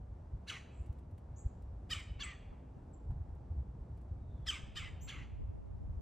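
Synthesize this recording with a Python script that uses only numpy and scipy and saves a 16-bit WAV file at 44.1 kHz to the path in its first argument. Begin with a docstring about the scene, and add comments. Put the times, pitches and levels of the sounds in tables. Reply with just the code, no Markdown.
"""A woodpecker on a bare branch opens with one harsh "chuck", a nasal arch that sinks into a hoarse tail.
Soon come thin, high songbird whistles and ticking twigs, then two more calls close together.
Midway a few soft handling bumps and a distant swell in the mids are heard, then three last calls.
The calls are stacks of harmonics shaped by throat and bill, and the trees answer with decaying noise echoes.
Throughout, coloured noise makes the wind's rumble and a soft hush; near the end the wind swirls wide."""
import sys
import numpy as np
from scipy import signal
from scipy.fft import rfft, irfft, next_fast_len
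from scipy.io import wavfile
from scipy.ndimage import uniform_filter1d, map_coordinates

SR = 44100
rng = np.random.default_rng(int(sys.argv[2]) if len(sys.argv) > 2 else 0)


def dump(signal):
    """Clip the signal to [-1, 1] and save it as 16-bit WAV at the path in sys.argv[1]."""
    limited = np.clip(np.atleast_2d(signal).T, -1, 1)
    pcm = np.round(limited * 32767).astype(np.int16)
    wavfile.write(sys.argv[1], SR, pcm)


N = 265085
TOP_HZ = 15800  # nothing sounds above this


def amp(db):
    """Decibels to gain."""
    return 10 ** (np.asarray(db) / 20)


def unit(x):
    """Scale to rms 1."""
    return x / np.sqrt(np.mean(x ** 2) + 1e-20)


def along(points, hz):
    """(frequency [Hz], value) points read on a log frequency axis."""
    f, v = np.transpose(points)
    return np.interp(np.log(hz + 1), np.log(f + 1), v)


def curves(rows, t):
    """Each column after the first, read at the places t of the first."""
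    s, *cols = np.transpose(rows)
    return [np.interp(t, s, c) for c in cols]


def wobble(rate, size):
    """A smooth random curve with this rate of random knots a second."""
    knots = rng.standard_normal(size // 20)
    return map_coordinates(knots, [np.arange(size) * rate / SR + 4])


def filtered(x, response):
    """x with its spectrum multiplied by a response of frequency."""
    m = next_fast_len(N + SR // 2)
    hz = np.fft.rfftfreq(m, 1 / SR)
    return irfft(rfft(x, m) * response(hz), m)[..., :N]


def rush(spectrum, alike):
    """Stereo noise of rms 1 with a given colour and left-right likeness (1 same, -1 opposed)."""
    def mid_side(hz):
        """Gains of the shared and the opposed part of the noise."""
        turn = np.arccos(np.clip(along(alike, hz), -1, 1)) / 2
        return amp(along(spectrum, hz)) * [np.cos(turn), np.sin(turn)]

    mid, side = filtered(rng.standard_normal((2, N)), mid_side)
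    return unit(np.array([mid + side, mid - side]))


def note(start, length, rise, fall):
    """Sample indices of one note, the time since its start, and a gate that fades it in and out."""
    i = np.arange(int(start * SR) - SR // 50, int(start * SR) + SR // 3)
    t = i / SR - start
    gate = np.exp(np.minimum(t, 0) / rise - np.maximum(t - length, 0) / fall)
    return i, t, gate


# the woodpecker's calls: (start [s], rise [s], fall [s], hold [s], tail [s],
# crest pitch [Hz], held pitch [Hz], tail pitch [Hz], crest level [dB], held level [dB], tail level [dB],
# throat resonance in the rise [Hz], at the crest [Hz], lift of every third harmonic while held [dB],
# roughness at the crest [0-1], while held [0-1], in the tail [0-1],
# bill shift [ratio], treble lift before weighting [dB], whine pitch [Hz], whine level [dB], whine slide [s])
CALLS = [ (0.473, .017, 0.013, .002, 0.067, 577, 523.6, 431.3, -46.5, -42, -49.5, 4080, 4070, 3.3, 0.27, 0.96, 0.67, 0.83, 2.5, 2278, -54, 0.0087),
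         (1.9, .017, 0.016, 0.0018, 0.069, 636, 596.7, 434.3, -40, -37, -50, 4800, 3620, 2.2, 0.051, .3, 0.99, 1.015, 1.5, 2448, -52.5, .006),
         (2.195, .019, 0.014, 0.0014, 0.096, 578.7, 529, 429.7, -44, -42, -51, 4370, 3370, 2.6, 0.04, .3, 0.7, 0.884, -2.5, 2205, -51, 0.0033),
         (4.464, 0.012, 0.017, 0.010, 0.064, 661.7, 522.4, 422.5, -43, -34, -46, 5380, 5100, 22, 0.17, .1, .75, 1.05, 0, 2436, -49.5, .008),
         (4.757, .019, 0.013, .001, .089, 623.3, 603.5, 428.7, -41.5, -45, -50.5, 3290, 3500, 2.4, 0.34, .65, 0.82, 1.017, -1, 2296, -52, 0.0069),
         (5.075, .021, 0.0086, 0.00089, 0.13, 568.4, 532.6, 422.2, -47.5, -48.5, -53.5, 4016, 3200, 1.5, 0.67, .92, 1, 0.87, -1.5, 2215, -56.5, .006),
         ]
# colour of the bird's windpipe and open bill: (frequency [Hz], relative level [dB])
BILL_COLOUR = [(600, -32.5), (1000, -13.5), (1250, -0.5), (1530, -5), (1870, -0.5), (2450, 1.5),
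               (3150, 2.5), (3800, -4), (4300, -7), (4900, -3), (5750, -10.5), (6400, -11.5), (7000, -7.5),
               (8000, -9.5), (9400, -21.5), (11000, -13.5), (15500, -30)]
BILL_BASE_HZ = 1520  # below this, opening the bill shifts nothing
# how strongly a treble lift acts: (frequency [Hz], weight [ratio])
TREBLE_WEIGHT = [(1200, 0.26), (1800, 0.45), (3300, 0.0), (4700, 1.3), (6000, 1.34), (12000, 2.8)]
# the bill gapes widest at the crest and sends more of the call into the trees
GAPE_ECHO_DB, GAPE_S, CALL_ECHO_DB = 2.5, 0.0087, -2  # extra, half-width, share of the rest


def woodpecker(rasp_hz=420, jitter=0.0087, uneven_db=2.0, dulling_db=7, smear=0.011, soften_db=1.0):
    """Harmonics through throat and bill; returns the direct sound and the share that reaches the trees."""
    direct, scattered = np.zeros((2, N))
    k = np.arange(1, 37)[:, None]  # harmonic numbers
    for start, rise, fall, hold, tail, *voice, shift, treble_db, whine_hz, whine_db, slide_s in CALLS:
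        i, t, gate = note(start, rise + fall + hold + tail, rise=0.0038, fall=0.019)
        pitch, db, colour_db, rough = chuck(t, k, rise, fall, hold, tail, *voice)
        # a rougher voice also has a less steady pitch
        hz = k * pitch * (1 + jitter * (0.31 + rough) * wobble(300, len(i)))

        # the tone softens after the crest, and dulls where the pitch lies below 500 Hz
        eased = np.clip((t - rise) / fall, 0, 1)
        dulled = np.clip(np.log2(500 / pitch), 0, 1)
        bright_db = treble_db + soften_db * (1 - eased) - dulling_db * dulled
        tilt_db = bright_db * along(TREBLE_WEIGHT, hz)
        bill_db = along(BILL_COLOUR, hz / shift ** np.clip(hz / BILL_BASE_HZ - 1, 0, 1))
        flicker_db = uneven_db * np.array([wobble(50.2, len(i)) for _ in k])
        size = amp(bill_db + tilt_db + colour_db + flicker_db) * (hz < TOP_HZ)
        # colour alone must not change the loudness
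        size = size / np.sqrt(np.sum(size ** 2, axis=0) / 2)

        # irregular vibration smears each harmonic into a narrow band, the high ones most
        rasp = np.array([wobble(rasp_hz, len(i)) + 1j * wobble(rasp_hz, len(i)) for _ in k])
        share = 1 - (1 - rough) ** (.5 + smear * k ** 2)
        swing = np.sqrt(1 - share) + np.sqrt(share / 2) * rasp
        phase = 2 * np.pi * np.cumsum(hz, axis=1) / SR + rng.normal(0, 1.0, k.shape)
        stack = amp(db) * np.sum(size * swing * np.exp(1j * phase), axis=0).real

        call = gate * (stack + whine(t - rise - fall - hold, tail, whine_hz, whine_db, slide_s))
        gape_db = GAPE_ECHO_DB * np.exp(-((t - rise) / GAPE_S) ** 2)
        direct[i] += call
        scattered[i] += call * amp(CALL_ECHO_DB + gape_db)
    return direct, scattered


# uneven harmonics of the voice at the crest of a call: (harmonic [number], lift [dB])
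CREST_HARMONICS = [(2, -3), (3, 4), (4, -13), (5, 3), (6, 4), (7, -4.5), (8, 4), (9, -2), (10, 3.5),
                   (11, 2), (13, -2.5)]
# uneven harmonics of the voice at the onset and in the tail: (harmonic [number], lift [dB])
TAIL_HARMONICS = [(2, 4), (3, 7.5), (4, 3), (5, 1.5), (6, 3), (7, 1), (8, 4.5), (9, 1.5), (10, 2),
                  (11, -0.5), (13, 1.5)]
# a call starts flat, soft and hoarse; the throat keeps its first shape until just before the crest
ONSET_PITCH_RATIO, ONSET_DB, ONSET_ROUGH, THROAT_LAG = .77, -15.5, 0.67, 3.1
# then the voice breaks (pitch and colour), drops in level and cracks into hoarseness
BREAK_S, DROP_S, CRACK_S = .0055, 0.0047, .0045
# the tail's pitch sags by this share over its length and wanders, while its level fades
TAIL_SAG, TAIL_WANDER, FADE_DB_PER_S = .12, .012, 61
# throat resonance: lift in each stage, then its place and width
RISE_THROAT_DB, CREST_THROAT_DB, HELD_THROAT_DB, TAIL_THROAT_DB = 16, 11, 16, 4.5
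HELD_THROAT_HZ, TAIL_THROAT_RATIO = 3080, 6.4  # the ratio is to the tail pitch
THROAT_WIDTH_HZ, TAIL_WIDTH_HZ = 203, 720
LOCK_FULL_HARMONIC = 10  # every third harmonic gains its full lift from here up


def chuck(t, k, rise, fall, hold, tail, crest_hz, held_hz, tail_hz, crest_db, held_db, tail_db,
          rise_throat_hz, crest_throat_hz, lock_db, crest_rough, held_rough, tail_rough):
    """A voice climbs, settles, holds and breaks: its pitch, level, lift of each harmonic k, roughness."""
    risen = np.clip(t / rise, 0, 1)
    settled = np.sin(np.pi / 2 * np.clip((t - rise) / fall, 0, 1)) ** 2
    in_tail = np.maximum(t - rise - fall - hold, 0)

    def stages(first, crest, held, last, onset=(1 - risen) ** 2, break_s=BREAK_S):
        """A quantity passing through the four stages of the call."""
        arch = crest + (first - crest) * onset + (held - crest) * settled
        return last + (arch - last) * np.exp(-in_tail / break_s)

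    def throat(centre_hz, width_hz=THROAT_WIDTH_HZ):
        """How close each harmonic lies to a resonance, 0-1."""
        return 1 / (1 + ((k * pitch - centre_hz) / width_hz) ** 2)

    sag = TAIL_SAG * np.minimum(in_tail / tail, 2)
    sagging_hz = tail_hz * (1 - sag + TAIL_WANDER * wobble(70, len(t)))
    pitch = stages(ONSET_PITCH_RATIO * crest_hz, crest_hz, held_hz, sagging_hz)
    fading_db = tail_db - FADE_DB_PER_S * in_tail
    db = stages(crest_db + ONSET_DB, crest_db, held_db, fading_db, break_s=DROP_S)

    crest_harmonics_db, = curves(CREST_HARMONICS, k)
    tail_harmonics_db, = curves(TAIL_HARMONICS, k)
    rise_colour = RISE_THROAT_DB * np.minimum(2 * risen, 1) * throat(rise_throat_hz)
    rise_colour = rise_colour + (1 - risen) * tail_harmonics_db
    crest_colour = CREST_THROAT_DB * throat(crest_throat_hz) + crest_harmonics_db
    # while held, the voice locks onto every third harmonic
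    locked_db = lock_db * (k % 3 == 0) * np.sqrt(np.minimum(k / LOCK_FULL_HARMONIC, 1))
    held_colour = HELD_THROAT_DB * throat(HELD_THROAT_HZ) + locked_db
    tail_resonance = throat(TAIL_THROAT_RATIO * sagging_hz, TAIL_WIDTH_HZ)
    tail_colour = TAIL_THROAT_DB * tail_resonance + tail_harmonics_db
    colour_db = stages(rise_colour, crest_colour, held_colour, tail_colour, onset=1 - risen ** THROAT_LAG)

    rough = stages(ONSET_ROUGH, crest_rough, held_rough, tail_rough, break_s=CRACK_S)
    return pitch, db, colour_db, np.clip(rough, 0, 1)


# the whine loses this share of its pitch over the tail, wanders by a share and frays in phase
WHINE_SAG, WHINE_WANDER, WHINE_FRAY_RAD = .125, .022, .5


def whine(since_break, tail, whine_hz, whine_db, slide_s, flicker_db=1.0):
    """As the voice breaks, one frayed tone slides out of the throat resonance and sinks through the rasp."""
    t = np.maximum(since_break, 0)
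    sag = WHINE_SAG * np.minimum(t / tail, 1.5)
    sagging_hz = whine_hz * (1 - sag + WHINE_WANDER * wobble(110, len(t)))
    pitch = sagging_hz + (HELD_THROAT_HZ - whine_hz) * np.exp(-t / slide_s)
    fading = amp(whine_db - FADE_DB_PER_S * t + flicker_db * wobble(120.6, len(t)))
    level = fading * (1 - np.exp(-t / CRACK_S))
    phase = 2 * np.pi * np.cumsum(pitch) / SR + WHINE_FRAY_RAD * wobble(450, len(t))
    return level * np.sqrt(2) * np.sin(phase)


# songbird notes: (start [s], length [s], first pitch [Hz], last pitch [Hz], level before shaping [dB],
# buzz depth [Hz], octave relative to the note [dB], echo relative to the note [dB])
WHISTLES = [ (.71, 0.11, 7950, 7500, -76, 557, -23, 3.5), (1.362, .036, 6450, 7430, -63.5, 450, -23.5, 5.5),
            (2.230, .022, 6400, 7990, -43.5, 59, -26, -9), (2.934, 0.014, 7900, 7240, -65, 40, -29, -6),
            (4.205, 0.061, 3880, 3700, -89.5, 150, -19, -1.5),
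            (4.29, 0.075, 3750, 3524, -83, 150, -24, 0.5), (4.405, 0.05, 3500, 3400, -84.5, 130, -26, 1.5),
            (5.01, 0.021, 6000, 7070, -60.5, 404, -0.5, 3.5), (5.023, 0.028, 7230, 7480, -54, 70, -12, 4.5),
            ]
# each note swells from a soft onset over a share of its length, then fades; its level flickers
SEEP_ONSET_DB, SEEP_ATTACK_SHARE, SEEP_FADE_DB, SEEP_FLICKER_DB = -9, 0.4, 5, 2.5
SEEP_BEND = 2.3  # above 1, the glide is fastest at the start


def songbirds(buzz_hz=260):
    """Whistles glide, level off and tremble in pitch; returns direct sound and the share reaching the trees."""
    direct, scattered = np.zeros((2, N))
    for start, length, first_hz, last_hz, level_db, depth_hz, octave_db, echo_db in WHISTLES:
        i, t, gate = note(start, length, rise=0.0016, fall=0.0015)
        done = np.clip(t / length, 0, 1)
        pitch = last_hz + (first_hz - last_hz) * (1 - done) ** SEEP_BEND
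        onset_db = SEEP_ONSET_DB * np.maximum(1 - done / SEEP_ATTACK_SHARE, 0)
        db = level_db + onset_db - SEEP_FADE_DB * done
        tremble = np.sin(2 * np.pi * buzz_hz * t + 0.79 * wobble(200, len(i)))
        phase = 2 * np.pi * np.cumsum(pitch + depth_hz * tremble) / SR
        tone = np.sin(phase) + amp(octave_db) * np.sin(2 * phase)
        whistle = gate * amp(db + SEEP_FLICKER_DB * wobble(44, len(i))) * tone
        direct[i] += whistle
        scattered[i] += amp(echo_db) * whistle
    return direct, scattered


# twig ticks: (time [s], level before the boost, fade and colour [dB])
TWIG_TICKS = [(0.859, -63.5), (0.924, -65), (0.9842, -66), (1.109, -68.5), (1.1774, -62.5), (1.6198, -66.5),
              (3.1054, -66.5), (3.349, -70), (3.972, -67), (4.0115, -68)]
# colour of the ticks: (frequency [Hz], level [dB])
TICK_COLOUR = [(2000, -6.5), (6000, -17.5), (10000, -5.0), (15000, -13)]


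def twigs(t60=0.055):
    """Faint dry ticks: short bursts of coloured noise with a quick attack and decay."""
    out, t = np.zeros(N), np.arange(SR // 10) / SR
    for s, db in TWIG_TICKS:
        envelope = amp(db + 9.0 - 60 * t / t60) * (1 - np.exp(-t / 0.0026))
        out[int(s * SR):][:len(t)] += envelope * rng.standard_normal(len(t))
    return filtered(out, lambda hz: amp(along(TICK_COLOUR, hz)))


# how long the trees ring: (frequency [Hz], time to fall by 60 dB [s])
TREE_DECAY = [(1000, 0.46), (2300, 1), (3200, 0.78), (4500, 0.6), (7500, 0.41), (14000, 0.32)]


def trees(x, branch_db=3, branch_gap=0.0033):
    """Trunks and branches answer as decaying noise, stronger early on; each stretch has its own tail."""
    out, t = np.zeros(N + 2 * SR), np.arange(SR) / SR
    for start in range(0, N, SR // 3):
        hz, s, z = signal.stft(rng.standard_normal(SR), SR, nperseg=256)
        decay = amp(-60 * s / along(TREE_DECAY, hz)[:, None])
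        tail = signal.istft(z * decay, SR, nperseg=256)[1][:SR]
        early = amp(branch_db * np.exp(-(t / 0.045) ** 2))
        tail = tail * (1 - np.exp(-t / branch_gap)) * early
        answer = signal.fftconvolve(x[start:start + SR // 3], tail / np.linalg.norm(tail))
        out[start:start + len(answer)] += answer
    return out[:N]


# soft handling bumps: (time [s], level of the thud that pushes the ports apart before its attack [dB],
# level of the tap common to both before its attack [dB])
HANDLING_BUMPS = [(2.188, -51.5, -68), (2.525, -46, -63), (2.64, -58, -86), (2.765, -55, -89),
                  (3.104, -67, -59), (3.213, -69, -65)]
# colour of the thud: (frequency [Hz], relative level [dB])
THUD_COLOUR = [(60, -7), (170, 5), (300, -2), (550, -12), (850, -7), (1200, -16), (2000, -68)]
# colour of the tap: (frequency [Hz], relative level [dB])
TAP_COLOUR = [(300, -16), (650, -1), (1000, 0.5), (1500, -11.5), (2200, -32), (4000, -50.5)]


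def bumps(attack_s=0.0036, t60=0.053):
    """Fingers shift on the microphone: noise bursts make a dull thud through the case and a small tap."""
    t, thud, tap = np.arange(N) / SR, np.zeros(N), np.zeros(N)
    for s, thud_db, tap_db in HANDLING_BUMPS:
        since = np.maximum(t - s, 0)
        blow = 2 * (1 - np.exp(-since / attack_s)) * amp(-60 * since / t60)
        thud += amp(thud_db) * blow
        tap += amp(tap_db) * blow
    return thud * rush(THUD_COLOUR, [(100, -1)]) + tap * rush(TAP_COLOUR, [(100, 1)])


# strength of the swirl before its lumps: (time [s], level of the low part [dB], level of the upper part [dB])
SWIRL_LEVELS = [(0, -88, -91.5), (2.95, -86.5, -85.5), (3.3, -61, -78.5), (3.6, -74.5, -82.5),
                (3.95, -77.5, -87), (4.4, -68.5, -78.5), (4.8, -54.5, -69.5), (5.15, -57, -69),
                (5.28, -51, -68), (5.4, -46.5, -54.5), (5.6, -53.5, -56.5), (5.8, -49.5, -57.5),
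                (5.9, -48, -71), (6.0, -56, -59)]
# colour of the low part: (frequency [Hz], relative level per Hz [dB])
SWIRL_LOW_COLOUR = [(15, -14), (40, 5), (90, 2), (160, -8), (280, -22), (700, -73.5)]
# colour of the upper part: (frequency [Hz], relative level per Hz [dB])
SWIRL_UPPER_COLOUR = [(60, -14.5), (180, 4), (400, -4.5), (650, -9), (950, -23), (1500, -69)]


def swirl(lumpy_db=3, lumps_hz=28):
    """Air curling across the microphone in quick lumps drives its two ports in opposition."""
    low_db, upper_db = curves(SWIRL_LEVELS, np.arange(N) / SR)
    opposed = [(100, -1)]
    lumps = unit(amp(lumpy_db * wobble(lumps_hz, N)))
    low = amp(low_db) * rush(SWIRL_LOW_COLOUR, opposed)
    upper = amp(upper_db) * rush(SWIRL_UPPER_COLOUR, opposed)
    return lumps * (low + upper)


# the breeze between gusts: (time [s], level of the rumble before its restlessness [dB])
BREEZE = [(0, -46.5), (.55, -54), (1.0, -49.5), (1.35, -51.5), (1.6, -49.5), (2.2, -50), (2.9, -52.5),
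          (3.3, -53), (4.05, -47.5), (4.7, -51.5), (5.15, -52.5), (5.35, -47.5), (5.6, -52.5), (6.0, -48)]
# single eddies that hit the microphone: (time [s], level [dB], length [s])
EDDY_GUSTS = [(0.348, -38.5, 0.025), (0.812, -40, 0.034), (0.903, -38, 0.016), (1.143, -42, 0.013),
              (1.464, -33.5, 0.019), (1.84, -50, 0.028), (1.966, -43.5, 0.017), (2.108, -41.5, 0.03),
              (2.505, -44, 0.018), (3.109, -37.5, 0.074), (3.198, -40, 0.064), (3.33, -46, 0.085),
              (3.514, -39, 0.028), (3.581, -37, 0.072), (3.686, -38.5, 0.017), (3.931, -39, 0.012),
              (4.127, -42, 0.061), (4.343, -48, 0.036), (4.42, -45.5, 0.14), (4.641, -37.5, 0.0082),
              (4.955, -46.5, 0.077), (5.43, -41, 0.047), (5.485, -41, 0.048), (5.729, -45, 0.073),
              (5.891, -41, 0.064), (5.958, -40.5, 0.057)]
# the flutter: (time [s], level of the low mids [dB])
FLUTTER_LEVELS = [(0, -61), (.8, -60), (2.3, -59.5), (2.6, -59), (3.35, -60), (3.65, -58), (4.0, -59),
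                  (5.0, -60.5), (5.2, -58), (5.36, -65.5), (5.75, -68.5), (5.84, -59), (6.0, -67)]
# colour of the rumble: (frequency [Hz], relative level per Hz [dB])
BUFFET_COLOUR = [(12, -35.5), (25, -17), (35, -1), (45, -4.5), (57, 6), (80, 2.5), (100, -2.5), (125, -8),
                 (160, -16), (260, -34.5), (1000, -120)]
# colour of the flutter: (frequency [Hz], relative level per Hz [dB])
FLUTTER_COLOUR = [(20, -42), (80, -19), (130, 2), (190, -1), (260, -4.5), (400, -11.5), (800, -22),
                  (3000, -120)]
# colour of the hush: (frequency [Hz], relative level per Hz [dB])
HUSH_COLOUR = [(150, -16), (330, -3.5), (600, -0.5), (900, -3), (1300, -13.5), (2000, -23), (3000, -29.5),
               (4500, -33.5), (9000, -34.5), (12500, -50), (14500, -43), (15500, -50.5)]
# stereo width of the wind: (frequency [Hz], left-right likeness [-1 to 1])
WIND_LIKENESS = [(40, .9997), (110, .999), (200, .98), (350, .88)]
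# stereo width of the hush: (frequency [Hz], left-right likeness [-1 to 1])
HUSH_LIKENESS = [(200, .6), (500, .15), (800, .1), (1200, .5), (1800, .93), (5000, .9), (8000, .65),
                 (12000, .4)]
# middle level of the hush, and the share of the low mids' swell that it follows
HUSH_DB, HUSH_FOLLOWS = -66.5, 0.076


def wind(restless_db=2.5, drift_db=0.76):
    """Noise makes low buffeting and flutter, over the fairly steady, broad hush of the surroundings."""
    t = np.arange(N) / SR
    breeze_db, = curves(BREEZE, t)
    flutter_db, = curves(FLUTTER_LEVELS, t)
    eddies = rush(BUFFET_COLOUR, WIND_LIKENESS)
    # even out the eddies, so that the breeze and gusts set the swells
    local_power = uniform_filter1d(np.mean(eddies ** 2, axis=0), size=SR // 14)
    eddies = eddies / np.sqrt(np.abs(local_power) + 0.014)
    gust_power = sum(amp(db) ** 2 * np.exp(-(2 * (t - s) / length) ** 2) for s, db, length in EDDY_GUSTS)
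    breeze = amp(breeze_db + restless_db * wobble(22, N))
    buffet = np.sqrt(breeze ** 2 + gust_power) * eddies
    flutter = amp(flutter_db) * rush(FLUTTER_COLOUR, WIND_LIKENESS)
    follow_db = HUSH_FOLLOWS * (flutter_db - flutter_db.mean())
    hush_level = amp(HUSH_DB + follow_db + drift_db * wobble(9.4, N))
    return buffet + flutter + hush_level * rush(HUSH_COLOUR, HUSH_LIKENESS)


# colour of something far off: (frequency [Hz], relative level per Hz [dB])
SWELL_COLOUR = [(300, -27), (600, -6), (870, 6), (1150, -18), (1700, -19), (2600, -46.5)]
SWELL_S, SWELL_LENGTH_S, SWELL_DB = 3.23, 0.3, -70  # middle, length, level at the peak


def swell():
    """Coloured noise rises and falls softly in the mids, as from far off."""
    t = np.arange(N) / SR
    bell = np.exp(-(2 * (t - SWELL_S) / SWELL_LENGTH_S) ** 2)
    return amp(SWELL_DB) * bell * rush(SWELL_COLOUR, [(800, .8)])


# what trunks and branches throw back of the calls: (frequency [Hz], level [dB])
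SCATTER_COLOUR = [(1200, -6.5), (1700, -7), (2000, -15.5), (2500, -8), (3100, -14.5), (3400, -12),
                  (3800, -9), (4250, -10), (4650, -6), (5100, -12.5), (5600, -8), (6300, -3), (8000, 2.5),
                  (11000, -12), (14000, -1.5)]
# the part of the echo opposed between left and right: (frequency [Hz], level [dB])
SIDEWAYS_COLOUR = [(1000, 4.5), (1400, -13.5), (2000, -50), (4500, -46.0), (6000, -31.5)]


def scene():
    """Birds and twigs straight ahead, their nearly centred bird echo, the handling and the wind."""
    chucks, outward = woodpecker()
    seeps, scattered = songbirds()
    thrown = filtered(outward, lambda hz: amp(along(SCATTER_COLOUR, hz))) + scattered
    sideways = filtered(trees(thrown), lambda hz: amp(along(SIDEWAYS_COLOUR, hz)))
    echo = trees(thrown) + np.array([sideways, -sideways])
    return chucks + seeps + twigs() + echo + bumps() + swirl() + wind() + swell()


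# phase between the two microphone ports: (frequency [Hz], phase difference [rad])
PORT_PHASE = [(2200, 0), (3000, .17), (4000, .13), (4900, .2), (5400, -.4), (6000, -.7), (8000, -1.7),
              (9700, -2.7), (11700, -3.14), (13000, -3.5), (15500, -4.2)]


def record(dry):
    """The two microphone ports drift apart in phase in the treble; nothing is kept above the band limit."""
    def ports(hz):
        """Half the phase difference to each side, up to the band limit."""
        turn = np.outer([.5, -.5], along(PORT_PHASE, hz))
        return np.exp(1j * turn) * (hz < TOP_HZ)

    return filtered(dry, ports)


dry = scene()
out = record(dry)
dump(out)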